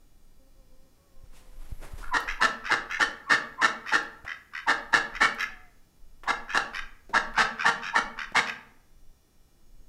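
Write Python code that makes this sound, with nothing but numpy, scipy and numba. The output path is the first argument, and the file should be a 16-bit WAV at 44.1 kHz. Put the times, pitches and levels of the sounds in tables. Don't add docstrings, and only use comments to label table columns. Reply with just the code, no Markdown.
import sys
import numpy as np
from scipy import signal
from scipy.fft import rfft, irfft, next_fast_len
from scipy.io import wavfile
from scipy.ndimage import uniform_filter1d, map_coordinates
from numba import njit

SR = 44100
rng = np.random.default_rng(int(sys.argv[2]) if len(sys.argv) > 2 else 0)


def transcribe(u):
    v = np.clip(np.atleast_2d(u).T, -1, 1)
    q = np.round(v * 32767).astype(np.int16)
    wavfile.write(sys.argv[1], SR, q)


N = 435708
T = np.arange(N) / SR
CALL_SAMPLES = SR // 5


def undb(db):
    return 10 ** (np.asarray(db, float) / 20)


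def unit(x):
    return x / np.sqrt(np.mean(x ** 2))


def ring(x, modes):
    out = 0
    for k, (hz, width_hz, db) in enumerate(modes):
        b, a = signal.iirpeak(hz, hz / width_hz, SR)
        out = out + (-1) ** k * undb(db) * signal.lfilter(b, a, x)
    return out


def coloured(points):
    hz, db = np.transpose(points)
    size = next_fast_len(N)
    bin_hz = np.arange(size // 2 + 1) * SR / size
    gain = undb(np.interp(np.log(bin_hz + 1e-3), np.log(hz), db))
    return unit(irfft(rfft(rng.standard_normal(size)) * gain, size)[:N])


def window(start_s, length_s, edge_s):
    return np.clip(np.minimum(T - start_s, start_s + length_s - T) / edge_s, 0, 1)


def curve(table):
    s, *columns = np.transpose(table)
    gate = window(s[0], s[-1] - s[0], 0.019)
    return [gate] + [np.interp(T, s, c) for c in columns]


def walk(rate_hz):
    k = int(SR / rate_hz)
    steps = np.repeat(rng.standard_normal(N // k + 1), k)
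    return 1.3 * uniform_filter1d(uniform_filter1d(steps, k), k)[:N]


def add(out, start_s, x):
    i = int(start_s * SR)
    out[i:i + len(x)] += x[:N - i]


def tone(hz, rms_db):
    return np.sqrt(2) * undb(rms_db) * np.sin(2 * np.pi * np.cumsum(hz) / SR)


# (frequency [Hz], density [dB per Hz])
FLOOR_COLOUR = [(36, -65.5), (41, -25.5), (60, -4), (87, -10), (299, -16), (475, -22), (775, -26),
                (2210, -34.5), (2370, -33), (2540, -35), (4230, -37.5), (5590, -38), (6580, -37.5),
                (15600, -41)]
FLOOR_DB = -65
CLOCK_HZ, CLOCK_DB = 263.78, -88.5
MOTOR_HZ, MOTOR_DB, MOTOR_CENTRE_HZ, MOTOR_FALL_DB_PER_KHZ = 300.03, -88.5, 5570, 4


def electronics():
    out = undb(FLOOR_DB + .5 * walk(1.7)) * coloured(FLOOR_COLOUR)
    steady = np.ones(N)
    for k in range(3, 60, 2):
        partial = tone(k * CLOCK_HZ * steady, CLOCK_DB - .04 * k)
        out += np.roll(partial, k * k)
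    for k in range(10, 38):
        db = MOTOR_DB - MOTOR_FALL_DB_PER_KHZ * abs(k * MOTOR_HZ - MOTOR_CENTRE_HZ) / 1000
        out += tone(k * MOTOR_HZ * steady, db + 3 * walk(2))
    return out


# (time [s], level before gusts [dB])
WIND_LEVEL = [(0, -54), (.7, -48), (1.02, -60), (1.24, -39.5), (1.72, -35), (1.88, -42), (2.1, -38.5),
              (2.45, -42), (2.55, -51.5), (3.6, -60), (4.35, -51.5), (5, -51.5), (5.7, -51), (6.05, -53.5),
              (6.9, -50.5), (8, -55.5), (9.88, -48.5)]
# (frequency [Hz], density [dB per Hz])
WIND_COLOUR = [(3.5, -30), (6.0, 2.5), (16, 7), (32, -1.5), (77, -29), (160, -36), (210, -63), (400, -91)]
GUST_DB, GUSTS_PER_S = 5.5, 7.4


def wind():
    _, db = curve(WIND_LEVEL)
    return undb(db + GUST_DB * walk(GUSTS_PER_S)) * coloured(WIND_COLOUR)


def waver_and_flutter():
    return 1 + 0.0197 * walk(45), undb(2.5 * walk(30.33))


# (time [s], length [s], pitch before waver [Hz],
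#              first partial [dB], second partial [dB], fourth partial [dB])
MOAN_NOTES = [(.385, 0.12, 268, -68.5, -69, -88), (0.547, 0.36, 262, -77, -71, -83),
              (0.968, .18, 278, -85, -72, -76), (1.142, 0.13, 264, -80, -70, -74.5),
              (1.296, 0.3, 262, -78, -70, -75)]
MOAN_EDGE_S, MOAN_THIRD_DB = 0.019, -10


def moan():
    out = np.zeros(N)
    waver, flutter = waver_and_flutter()
    for s, length_s, hz, first_db, second_db, fourth_db in MOAN_NOTES:
        partials_db = [first_db, second_db, first_db + MOAN_THIRD_DB, fourth_db]
        note = sum(tone(k * hz * waver, db) for k, db in enumerate(partials_db, 1))
        out += window(s, length_s, MOAN_EDGE_S) * flutter * note
    return out


# (time [s], high part [dB], low part [dB]), before grain
RUSTLE_BED = [(.9, -97, -79), (1.22, -89, -79), (1.34, -74.5, -67.5), (1.7, -67, -65.5), (2.1, -68, -58)]
# (time [s], high part [dB], low part [dB]), before grain
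FINGER_RUBS = [(1.25, -77, -78), (1.36, -59.5, -66), (1.63, -71, -62), (1.832, -55.5, -45.5),
               (1.99, -56, -56.5)]
RUB_RISE_MS, RUB_FALL_MS = 14, 48


def rustle():
    gate, high_db, low_db = curve(RUSTLE_BED)
    level = gate * undb([high_db, low_db])
    for s, *db in FINGER_RUBS:
        ms = (T - s) * 1000
        level = level + undb(db)[:, None] * np.exp(np.minimum(ms / RUB_RISE_MS, -ms / RUB_FALL_MS))
    grain = undb(1.3 * walk(90))
    high = coloured([(1500, -12), (2500, 4), (6000, -1), (10000, -0.5), (15000, -14)])
    low = coloured([(100, 3), (200, 4.5), (700, 2.0), (2200, -3.0), (3500, -33)])
    return grain * (level[0] * high + level[1] * low)


# (time [s], level before the fade [dB], inverse of duration [Hz])
BODY_THUMPS = [(1.241, -38, 69), (1.354, -51, 70), (1.725, -25.5, 71), (1.94, -28, 69.4),
               (4.247, -37, 70.4)]


def thumps():
    out = np.zeros(N)
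    for s, db, hz in BODY_THUMPS:
        u = np.arange(int(SR / hz)) * hz / SR
        add(out, s - .004, undb(db) * np.sin(2 * np.pi * u ** 0.92) * (1 - u))
    return out


# (time [s], level [dB])
HIGH_HISS_LEVEL = [(1.4, -92), (1.6, -70.5), (2.3, -67.5), (2.45, -76), (3.3, -100), (4.6, -80),
                   (5.32, -82), (5.5, -88), (6.2, -99)]


def high_hiss():
    gate, db = curve(HIGH_HISS_LEVEL)
    colour = [(9000, -43.0), (10800, -2.5), (11800, 0.5), (12500, -9.5), (13500, -37.0)]
    return gate * undb(db) * coloured(colour)


# (time [s], dry peak [dB], decay constant [ms])
TICK_TABLE = [(1.6994, -56, 4), (1.8514, -47, 4), (2.2035, -37, 4.4), (3.1143, -54, 4), (4.0294, -51, 4),
              (4.0544, -64, 4), (5.3467, -42, 3.7)]


def ticks():
    out, t = np.zeros(N), np.arange(SR // 20) / SR
    for s, db, decay_ms in TICK_TABLE:
        burst = rng.standard_normal(len(t)) * np.exp(-1000 * t / decay_ms)
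        snap = ring(burst, [(10300, 7300, 0)])
        add(out, s, undb(db) * snap / np.max(abs(snap)))
    return out


# (frequency [Hz], T60 [s], colour [dB])
YARD_TAIL = [(198, 0.78, -3), (503, 0.61, -2), (1390, 0.25, -2), (2180, 0.59, -10.5), (3680, 0.27, 0),
             (9700, 0.14, 4)]
YARD_DB, WALL_DB, WALL_MS = -9, -15.5, 2.8
AIR_DRIFT_MS = .1


def yard(x):
    t = np.arange(SR) / SR
    hz, t60_s, colour_db = np.transpose(YARD_TAIL)
    tail = 0
    for f in 150 * 2 ** np.arange(0, 7, .5):
        band_db = np.interp(np.log(f), np.log(hz), colour_db)
        band_t60_s = np.interp(np.log(f), np.log(hz), t60_s)
        noise = ring(rng.standard_normal(SR), [(f, f / 1.3, band_db)])
        tail = tail + noise * 1000 ** (-t / band_t60_s)
    tail = tail * np.clip(t / .03, 0, 1)
    response = undb(YARD_DB) * tail / np.sqrt(np.sum(tail ** 2))
    response[int(WALL_MS * SR / 1000)] += undb(WALL_DB)
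    echo = signal.fftconvolve(x, response)[:N]
    read_s = T + AIR_DRIFT_MS / 1000 * walk(40)
    return x + map_coordinates(echo, [read_s * SR], order=3, mode="nearest")


def flaps(hz, weak, jitter, shimmer_db, puff_ms, slowing):
    period_chance, size_chance = rng.standard_normal((2, 80))
    air = rng.standard_normal(CALL_SAMPLES)
    count, i = np.arange(80), np.arange(CALL_SAMPLES)
    period = (1 + jitter * period_chance + slowing * count) * SR / hz
    at = (np.cumsum(period) - period[0]).astype(int)
    alternate = np.where(count % 2, 1 - np.clip(weak, 0, 1), 1)
    size = undb(shimmer_db * size_chance) * alternate
    inside = at < CALL_SAMPLES
    pulses = np.zeros(CALL_SAMPLES)
    pulses[at[inside]] = size[inside]
    u = np.arange(SR // 50) * 1000 / (puff_ms * SR)
    puffs = np.convolve(pulses, np.e * u * np.exp(-u))[:CALL_SAMPLES]
    age_ms = (i - at[np.searchsorted(at, i, "right") - 1]) * 1000 / SR
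    return pulses, puffs * air, age_ms


def breath(length_ms, rise_ms, fall_ms, sag_db):
    ms = np.arange(CALL_SAMPLES) * 1000 / SR
    rise = np.clip(ms / rise_ms, 0, 1)
    hold = undb(-sag_db * ms / length_ms)
    return rise * hold * np.exp(-np.maximum(ms - length_ms, 0) / fall_ms)


@njit
def moving_band_pass(x, hz, width_hz):
    y, b, l = np.empty(len(x)), 0., 0.
    for i in range(len(x)):
        g, k = np.tan(np.pi * hz[i] / SR), width_hz / hz[i]
        v = (b + g * (x[i] - l)) / (1 + g * (g + k))
        b, l, y[i] = 2 * v - b, l + 2 * g * v, k * v
    return y


def pipe(x, modes, stretch, shade_db=0):
    out = 0
    shades_db = shade_db + np.zeros(len(modes))
    for k, ((hz, width_hz, db), more_db) in enumerate(zip(modes, shades_db)):
        once = moving_band_pass(x, hz * stretch, float(width_hz))
        twice = moving_band_pass(once, hz * stretch, float(width_hz))
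        out = out + (-1) ** k * undb(db + more_db) * twice
    loudest = np.sort(out ** 2)[-SR // 20:]
    return out / np.sqrt(np.mean(loudest))


# (time [s], level [dB], pulse rate [Hz], length [ms], upper pipe mode [dB],
#               brightness [dB], top air [dB], neck stretch [ratio])
RASP_CALLS = [(2.01, -42, 79.4, 200, -5, -14.5, -27, 0.87), (2.272, -31, 95.3, 63, -1, -6.5, -46, 1.08),
              (2.638, -32.5, 99.7, 81, -1.5, -7, -39, 1.04), (2.895, -30, 90.7, 86, -5, -8, -36, 1.1),
              (3.857, -33, 96.1, 113, -1, -4, -32, 1.03), (4.259, -33, 77.3, 81, 3.5, -11, -47, 1.03),
              (4.529, -33.5, 78.1, 79, 1.5, -8, -39, 1.005), (5.134, -36, 84.5, 47, 4, -7, -36.5, 1.05),
              (5.38, -28.0, 94.5, 67, -2.5, -6.5, -30, 1.073),
              (6.259, -39, 89.1, 24, -13, -10, -41.5, 0.67), (6.478, -33.5, 97.3, 130, -6, -6.5, -40, 1.07),
              (6.73, -33, 92, 73, 1.5, -4, -29, 1.014), (7.35, -30.5, 94.8, 106, -10, -4.5, -37.0, 0.99),
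              (7.578, -30, 86.8, 127, -5, -4.5, -41, 1), (7.818, -34, 96.8, 89, -9, -2.5, -40, 1.05),
              (8.171, -33.5, 78.6, 81, -1, -5, -38, 1.003), (8.455, -32.5, 82.7, 53, 0, -4, -33, 1.03)]
# (frequency before stretch [Hz], width [Hz], level [dB])
DRAKE_LOW_MODES = [(1253, 260, -4), (1595, 150, 1.5), (1926, 130, 3.5)]
DRAKE_HIGH_MODES = [(2400, 400, 4.5), (3005, 210, -1.5), (3634, 260, -4.5), (4470, 330, -11),
                    (5130, 550, -8), (5600, 1100, -14.5), (6900, 2700, -25)]
DRAKE_TOP_MODES = [(8850, 550, -6), (11000, 1100, -3)]
DRAKE_SCOOP, DRAKE_SCOOP_MS = .22, 16


def drake():
    out = np.zeros(N)
    ms = np.arange(CALL_SAMPLES) * 1000 / SR
    for s, db, hz, length_ms, upper_db, bright_db, top_db, neck in RASP_CALLS:
        pulses, air, age_ms = flaps(hz, 0, jitter=.04, shimmer_db=2.2, puff_ms=2.6, slowing=.004)
        push = breath(length_ms, rise_ms=34.7, fall_ms=11, sag_db=5.5)
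        opening = 1 - DRAKE_SCOOP * np.exp(-ms / DRAKE_SCOOP_MS)
        stretch = neck * opening * (1.04 - .16 * np.exp(-age_ms / 3))
        closed = np.clip(age_ms / 2.2, .3, 1) * np.clip((10.5 - age_ms) / 2.5, .4, 1)
        source = pulses + .1 * air
        voice = pipe(push * source, DRAKE_LOW_MODES, stretch, np.array([0, 0, upper_db]))
        voice += undb(bright_db) * pipe(push ** 2 * source, DRAKE_HIGH_MODES, np.sqrt(neck * stretch))
        voice += undb(top_db) * pipe(push ** 2 * air, DRAKE_TOP_MODES, neck * np.ones(CALL_SAMPLES))
        add(out, s - .008, undb(db) * voice * uniform_filter1d(closed, size=30))
    return out


WHISTLE_HZ, WHISTLE_HZ_PER_MS = 850.7, 3.6


def lead_in_whistle(lead_ms):
    u = np.linspace(0, 1, int((lead_ms + 12) * SR / 1000))
    hz = WHISTLE_HZ + WHISTLE_HZ_PER_MS * lead_ms
    waver = .7 * uniform_filter1d(rng.standard_normal(4000), size=90)[:len(u)]
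    phase = 2 * np.pi * np.cumsum(hz * (1.05 - .12 * u ** 2 + waver)) / SR
    swell = np.sin(np.pi * u ** 1.4) * u ** 1.5
    return (np.sin(phase) + 0.17 * u * np.sin(2 * phase)) * swell


# (time [s], level [dB], weakening of every other pulse [0-1], chest mode [Hz],
#              lowest pipe mode [dB], highest pipe mode [dB], bill brightness [dB],
#              neck stretch [ratio], whistle length less 12 ms [ms], whistle re quack [dB])
QUACK_CALLS = [(2.141, -24, 0.2, 300, -4, -16, -13, 1.056, 40.5, 4),
               (2.415, -20, .56, 267, -13.5, -24, -11, 1.01, 27, -1),
               (2.705, -21.5, 0.87, 293, -14.5, -12, -12.5, 1.005, 14.7, 2),
               (3.001, -22, 0.76, 293, -15.5, -19, -10.5, 1.05, 12, 2),
               (3.301, -19, 0.4, 285, -13.5, -8.5, -12, 1.025, 55, -11),
               (3.619, -20, .65, 291, -8.5, -11, -11.5, 1.035, 55, -3.5),
               (3.926, -21.5, 0.35, 310, -16.5, -17.5, -12, 1.018, 14, 3.5),
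               (4.679, -21.5, 0.36, 293, -8.5, -7, -12.5, 1.013, 20.5, 4),
               (4.932, -19.5, 0.66, 307, -9, -10, -11.5, 1.026, 7.4, 2.5),
               (5.21, -19, 0.45, 290, -10, -3, -12, 1.052, 12, -2.5),
               (6.283, -25, 0, 272, -5, -2.5, -12, 1.01, 24, 0),
               (6.548, -23, 0.76, 303, -7.5, -20, -10.5, 1.022, 17, 0),
               (7.142, -21.5, 0.55, 215, -10, -9, -13.5, 1.003, 13.3, 6.5),
               (7.38, -19.5, 0.37, 207, -9, -4, -11, .984, 11, 4),
               (7.655, -21, 0.55, 210, -4.5, -11, -11.5, 1.04, 20, 5),
               (7.953, -21.5, 0.46, 230, -4.5, -9, -14, 1.066, 30.6, 3),
               (8.354, -21, 0.57, 215, -7.5, 3.5, -8.5, 1.007, 12.1, 5.5)]
# (frequency before stretch [Hz], width [Hz], level [dB])
DUCK_LOW_MODES = [(829.6, 163, 8.5), (1174, 360, 3.5), (1349, 201, 4), (1730, 272, 7), (2162, 260, 3)]
DUCK_HIGH_MODES = [(2814, 580, 8), (3380, 210, 0.5), (3840, 450, 7.5), (4387, 260, 2.5), (5040, 640, 2.5),
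                   (5685, 480, -1), (6730, 810, -5)]
DUCK_TOP_MODES = [(7500, 2900, 4), (10600, 6100, -22.5), (13400, 3400, -14.5)]
# (frequency [Hz], width [Hz], level [dB])
DUCK_THROAT_MODES = [(480.7, 91, 0.91), (609.4, 90, -1.9)]
QUACK_HZ, PITCH_SPREAD = 232.14, .012
MEAN_QUACK_MS, MS_PER_DB = 46.8, 3
CHEST_DB, MIDDLE_MODE_DB = -18.5, 0
TOP_AIR_DB, TOP_PER_BRIGHT = -10.5, 1.19
SINK_PER_S = .3


def duck():
    out = np.zeros(N)
    t = np.arange(CALL_SAMPLES) / SR
    still = np.ones(CALL_SAMPLES)
    mean_db = np.mean(QUACK_CALLS, axis=0)[1]
    for s, db, weak, chest_hz, low_db, high_db, bright_db, neck, lead_ms, lead_db in QUACK_CALLS:
        hz = QUACK_HZ * (1 + PITCH_SPREAD * rng.standard_normal())
        length_ms = MEAN_QUACK_MS + MS_PER_DB * (db - mean_db)
        top_db = TOP_AIR_DB + TOP_PER_BRIGHT * bright_db
        pulses, air, _ = flaps(hz, weak, jitter=.025, shimmer_db=1.8, puff_ms=1.8, slowing=.002)
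        push = breath(length_ms, rise_ms=18, fall_ms=8, sag_db=1.5)
        late = breath(length_ms, rise_ms=21, fall_ms=7.8, sag_db=-0.5)
        stretch = neck * (1 - 0.098 * np.exp(-t / 0.013) - SINK_PER_S * t)
        voiced = push * (pulses + .06 * air)
        shade_db = np.array([low_db, (low_db + MIDDLE_MODE_DB) / 2, MIDDLE_MODE_DB, 0, high_db])
        chest_modes = [(chest_hz, 150, 0), (135, 55, -9)]
        voice = pipe(voiced, DUCK_LOW_MODES, stretch, shade_db)
        voice += undb(CHEST_DB) * pipe(push * (pulses + 0.16 * air), chest_modes, still)
        voice += undb(CHEST_DB) * pipe(voiced, DUCK_THROAT_MODES, still)
        voice += undb(bright_db) * pipe(late * (pulses + 0.1 * air), DUCK_HIGH_MODES, stretch)
        voice += undb(top_db) * pipe(late * air, DUCK_TOP_MODES, stretch)
        add(out, s - .010, undb(db) * voice)
        whistle = lead_in_whistle(lead_ms)
        add(out, s + 0.0092 - len(whistle) / SR, undb(db + lead_db) * whistle)
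    return out


# (time [s], pitch before waver [Hz])
SQUEAK_PITCH = [(3.38, 12300), (3.445, 12550), (3.482, 12150), (3.53, 12250), (3.55, 11980), (3.61, 12350)]
SQUEAK_DB = -80


def squeak():
    gate, hz = curve(SQUEAK_PITCH)
    _, flutter = waver_and_flutter()
    return gate * flutter * tone(hz * (1 + 0.003 * walk(47)), SQUEAK_DB)


# (time [s], dry peak [dB], resonance [Hz], burst decay constant [ms])
KNOCK_TABLE = [(4.248, -35.5, 875, 10), (6.235, -33, 880, 14), (7.093, -37.5, 203, 23),
               (7.338, -37, 1250, 8.7), (8.32, -34.5, 202, 5)]


def knocks():
    out, t = np.zeros(N), np.arange(SR // 10) / SR
    for s, db, hz, decay_ms in KNOCK_TABLE:
        burst = rng.standard_normal(len(t)) * np.exp(-1000 * t / decay_ms)
        tap = ring(burst, [(hz, hz / 0.99, 0), (3 * hz, 1.9 * hz, -12)]) + undb(-49.5) * burst
        add(out, s, undb(db) * tap / np.max(abs(tap)))
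    return out


NOTE_S, NOTE_LENGTH_S, NOTE_START_HZ, NOTE_SAG_HZ_PER_S = 5.49, 0.236, 744, 136
NOTE_START_DB, NOTE_FADE_DB_PER_S = -56.5, 65


def hollow_note():
    waver, flutter = waver_and_flutter()
    age_s = np.clip(T - NOTE_S, 0, 1)
    hz = (NOTE_START_HZ - NOTE_SAG_HZ_PER_S * age_s) * waver
    note = tone(hz, NOTE_START_DB - NOTE_FADE_DB_PER_S * age_s)
    return window(NOTE_S, NOTE_LENGTH_S, 0.016) * flutter * note


def scene():
    in_yard = yard(ticks() + drake() + duck() + knocks())
    on_camera = electronics() + wind() + rustle() + thumps()
    faint = moan() + high_hiss() + squeak() + hollow_note()
    return (in_yard + on_camera + faint)[None]


TOP_HZ = 15790


def record(dry):
    low_pass = signal.ellip(12, .2, 60, TOP_HZ, fs=SR, output="sos")
    return signal.sosfilt(low_pass, dry)


dry = scene()
out = record(dry)
transcribe(out)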